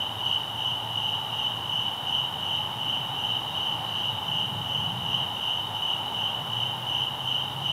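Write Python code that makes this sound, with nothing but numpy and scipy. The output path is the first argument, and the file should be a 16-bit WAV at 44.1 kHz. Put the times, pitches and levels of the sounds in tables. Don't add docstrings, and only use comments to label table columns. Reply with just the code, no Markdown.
import sys
import numpy as np
from scipy import signal
from scipy.fft import rfft, irfft, next_fast_len
from scipy.io import wavfile
from scipy.ndimage import uniform_filter1d

SR = 44100
rng = np.random.default_rng(int(sys.argv[2]) if len(sys.argv) > 2 else 0)


def put_to_file(sound):
    columns = np.atleast_2d(sound).T
    safe = np.clip(columns, -1, 1)
    whole_steps = np.round(safe * 32767)
    wavfile.write(sys.argv[1], SR, whole_steps.astype(np.int16))


def invert_db(level):
    return 10 ** (np.asarray(level, dtype=float) / 20)


N = 340452

# middle t/s, peak level/dB, length as a share of the usual
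CHORUS_CHIRPS = [(-.01, -27.5, 0.75), (.319, -25.5, 0.85), (.675, -27, 0.93), (1.07, -28, 1.27),
                 (1.435, -27.5, 1.02), (1.8, -27, 1.03), (2.17, -25, 0.87), (2.541, -27.5, 1.1),
                 (2.923, -27.5, 1.05), (3.29, -28, 1.2), (3.652, -28.5, 1.24), (4.024, -28, 1.13),
                 (4.385, -26.9, 1.05), (4.785, -27.5, 1.2), (5.16, -25.5, 0.84), (5.51, -27, 1.1),
                 (5.896, -27.5, 1.05), (6.255, -27.5, 0.94), (6.615, -28, 1.05), (6.989, -25, .9),
                 (7.352, -26.5, .95), (7.72, -25, 0.69)]


def chorus(count=25):
    carrier_hz, spread_hz, glide_hz, strokes_per_s = 2964.6, 92, 293, 60
    swell_s, fade_s, stragglers_db = 0.059, 0.057, -35.5
    octave_base_db, octave_lead_s = -31.5, 0.02
    wing_hz, wing_width_hz, wing_share = 2990, 180, 0.19

    middle, peak_db, length = np.transpose(CHORUS_CHIRPS)
    rise, fall = swell_s * length, fade_s * length
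    level_db = swells(middle, peak_db, rise, fall, stragglers_db)
    octave_db = octave_base_db + swells(middle - octave_lead_s, peak_db, rise, fall, stragglers_db)

    tempo, start = rng.uniform(-1, 1, (2, count, 1))
    onsets = (np.arange(640) + start) / (strokes_per_s * (1 + 0.25 * tempo))
    heard = (onsets > 0) & (onsets < N / SR)
    force, tune, turn = rng.standard_normal((3, *onsets.shape))[:, heard, None]

    place = np.arange(400) / 400
    hz = carrier_hz + spread_hz * tune + glide_hz * (0.25 - 0.5 * place)
    phase = 3 * turn + 2 * np.pi * np.cumsum(hz, axis=1) / SR
    loud = invert_db(2.2 * force - 4.2 * np.abs(tune))
    at = (onsets[heard, None] * SR).astype(int) + np.arange(len(place))

    tone_strokes = loud * stroke(place, 0.94, 0.85) * np.sin(phase)
    tone = np.bincount(at.ravel(), tone_strokes.ravel(), N)[:N]
    octave_strokes = loud * stroke(place, 0.57, 0.57) * np.sin(2 * phase)
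    octave = np.bincount(at.ravel(), octave_strokes.ravel(), N)[:N]

    ringing = wing_share * resonate(tone, wing_hz, wing_width_hz)
    fundamental = invert_db(level_db) * blended(rms_one(tone) + ringing)
    return fundamental + invert_db(octave_db) * blended(octave)


def stroke(place, duty, lean):
    inside = np.clip(place / np.clip(duty, 0.2, 1), 0, 1)
    return np.sin(np.pi * inside ** lean) ** 2


def blended(x):
    window_s, evenness = 0.096, 0.43
    power = uniform_filter1d(x ** 2 + 1e-12, int(window_s * SR))
    return rms_one(x / power ** (evenness / 2))


# f/Hz, density level/dB per Hz
RUMBLE_SPECTRUM = [(15, -88), (25, -62), (54, -27), (90, -2.5), (119, 1), (140, 0), (168, -14),
                   (231, -13.5), (300, -15), (390, -53), (660, -120)]
# f/Hz, density level/dB per Hz
TYRE_SPECTRUM = [(150, -6), (300, -14.5), (500, -13.5), (680, -9.5), (860, 0.5), (1100, -9), (1500, -16),
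                 (2200, -23.5), (3200, -22.5), (4500, -36.5)]
# t/s, level/dB
TYRE_LEVELS = [(0, -38.5), (.5, -39), (1.6, -38.5), (2.4, -38), (3.9, -37.3), (4.35, -38.5), (5.2, -38),
               (5.6, -39), (6.1, -37.5), (6.9, -38.5), (7.72, -38.5)]


def road():
    rumble = invert_db(-45.5) * coloured(RUMBLE_SPECTRUM)
    roar_db = in_time(TYRE_LEVELS)[0] + 1.74 + 0.15 * drift(3.03)
    roar = invert_db(roar_db) * coloured(TYRE_SPECTRUM)
    return rumble + roar + engine() + lorries()


# t/s, firing f/Hz, level/dB
ENGINE_NOTE = [(0, 104, -52), (.8, 118, -40), (1.15, 110, -44), (1.6, 114, -43), (2.4, 97, -50),
               (2.9, 101, -55), (3.35, 113, -44), (4.0, 110, -49), (4.6, 107, -40.5), (5.1, 117, -50),
               (5.5, 106, -53), (6.3, 106, -44), (6.75, 121, -40), (7.72, 138, -40.5)]


def engine():
    hz, level_db = in_time(ENGINE_NOTE)
    note = np.sqrt(2) * np.sin(2 * np.pi * np.cumsum(hz + 2.38 * drift(11)) / SR)
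    return invert_db(level_db - 3.0 + 1.2 * drift(6.2)) * note


# middle t/s, half-length t/s, level/dB
LORRY_PASSES = [
    (3.3, 0.83, -46.5),
    (4.467, 0.15, -39.5),
    (4.867, 0.063, -33.5),
    (5.145, 0.11, -37),
    (6.497, 0.33, -48.5),
    (7.7, 0.14, -42.5),
]


def lorries():
    boom_hz, width_hz = 116, 134
    middle, half, db = np.transpose(LORRY_PASSES)
    boom = resonate(rng.standard_normal(N), boom_hz, width_hz)
    boom = resonate(boom, boom_hz, width_hz)
    return invert_db(swells(middle, db, half, half, -70.0)) * boom


# start t/s, level/dB
TRILL_PHRASES = [(0, -59.5), (.52, -59), (.93, -57), (1.3, -56), (1.55, -60.5), (1.85, -58.5), (3.2, -57.5),
                 (4.1, -57), (4.3, -59.5), (4.68, -71), (4.87, -58), (5.3, -57.5), (6.5, -59.5),
                 (7.45, -55.5)]
TRILL_PITCHES = [3774, 3761, 3774, 3774, 3773, 3760, 3771, 3773, 3770, 3772, 3779, 3761, 3770, 3775]
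TRILL_LINES = [-25, -7, -6.5, -1, -7, -10.5, -23]


def triller():
    teeth, first_line, slur_s = 50, 47, 0.06
    start, phrase_db = np.transpose(TRILL_PHRASES)
    phrase = np.searchsorted(start[1:], np.arange(N) / SR)
    slur = int(slur_s * SR)
    hz = uniform_filter1d(np.array(TRILL_PITCHES, float)[phrase], slur)
    level_db = uniform_filter1d(phrase_db[phrase], slur)
    strokes = np.cumsum((hz + 5.3 * drift(22)) / SR) / teeth

    trill = np.zeros(N)
    for k, db in enumerate(TRILL_LINES, start=first_line):
        fading = invert_db(db + 1.8 * drift(4.8) + 3.5 * drift(27))
        trill += fading * np.sin(2 * np.pi * k * strokes + rng.uniform(0, 4.3))
    return invert_db(level_db + 6.5) * trill


# f/Hz, bandwidth/Hz, level/dB
FAR_SINGERS = [(3506, 190, -58), (3804, 110, -59), (5330, 120, -89), (7050, 150, -73.5), (9340, 260, -72.5),
               (9830, 150, -85), (10300, 150, -74), (11380, 100, -89), (12530, 230, -66.5),
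               (13620, 280, -70), (13000, 120, -80)]


def far_insects():
    hiss = np.zeros(N)
    for hz, width_hz, db in FAR_SINGERS:
        hiss += invert_db(db + 0.3 * drift(2.95)) * resonate(rng.standard_normal(N), hz, width_hz)
    return hiss


# middle t/s, half-length t/s, level/dB
LEAF_GUSTS = [
    (.33, .07, -62),
    (3.6, .1, -65),
    (3.93, 0.095, -60),
    (7.72, 0.092, -66),
]


def leaves():
    middle, half, db = np.transpose(LEAF_GUSTS)
    rustle = resonate(rng.standard_normal(N), hz=4470, width_hz=1300)
    return invert_db(swells(middle, db, half, half, -73)) * rustle


def mains_hum():
    return invert_db(-64) * np.sin(2 * np.pi * 60 * np.arange(N) / SR)


# f/Hz, density level/dB per Hz
AIR_SPECTRUM = [(1500, -19), (2500, -30), (3400, 8), (4000, -5), (5300, -2.5), (6600, -7), (8200, -7.5),
                (9300, -5), (11000, -3), (12200, -6), (14000, -5.5), (16000, -10.5)]


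def night_air():
    return invert_db(-52.5) * coloured(AIR_SPECTRUM)


def in_time(rows):
    s, *columns = np.transpose(rows)
    return [np.interp(np.arange(N) / SR, s, c) for c in columns]


def rms_one(x):
    return x / np.sqrt(np.mean(x ** 2) + 1e-20)


def drift(rate):
    knots = rng.standard_normal(400)
    steps = np.arange(N // 64 + 2) * 64 / SR * rate
    eased = steps - np.sin(2 * np.pi * steps) / (2 * np.pi)
    coarse = np.interp(eased, np.arange(400), knots)
    return np.repeat(coarse, 64)[:N]


def coloured(spectrum):
    hz, level_db = np.transpose(spectrum)
    size = next_fast_len(N)
    bins = np.maximum(np.fft.rfftfreq(size, 1 / SR), 1)
    shape = invert_db(np.interp(np.log(bins), np.log(hz), level_db, -99, -99))
    return rms_one(irfft(rfft(rng.standard_normal(size)) * shape, size)[:N])


def resonate(x, hz, width_hz):
    r = np.exp(-np.pi * width_hz / SR)
    a = [1, -2 * r * np.cos(2 * np.pi * hz / SR), r * r]
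    once = signal.lfilter([1, 0, -1], a, x)
    return rms_one(signal.lfilter([1, 0, -1], a, once))


def swells(middle_s, level_db, rise_s, fall_s, floor_db):
    away = np.arange(0, N + 64, 64) / SR - np.reshape(middle_s, (-1, 1))
    rise, fall = np.reshape(rise_s, (-1, 1)), np.reshape(fall_s, (-1, 1))
    bells = np.exp(-0.5 * (away / np.where(away < 0, rise, fall)) ** 2)
    power = invert_db(level_db) ** 2 @ bells + invert_db(floor_db) ** 2
    return np.interp(np.arange(N) / 64, np.arange(len(power)), 10 * np.log10(power))


def scene():
    singers = chorus() + triller() + far_insects()
    surroundings = road() + leaves() + mains_hum() + night_air()
    return (singers + surroundings)[None]


def roll_off(x):
    return signal.sosfilt(signal.butter(12, 16390, fs=SR, output="sos"), x)


def record(dry):
    ceiling, fade_s, cutoff_hz = 0.3, 0.004, 15730
    envelope = np.abs(signal.hilbert(dry, next_fast_len(N)))[:, :N] / ceiling + 1e-9
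    fade = np.clip((N - np.arange(N)) / (fade_s * SR), 0, 1)
    mix = dry * np.tanh(envelope) / envelope * fade
    top_cut = signal.ellip(12, 0.5, 60, cutoff_hz, fs=SR, output="sos")
    mix = signal.sosfilt(top_cut, mix)
    return roll_off(mix)


dry = scene()
out = record(dry)
put_to_file(out)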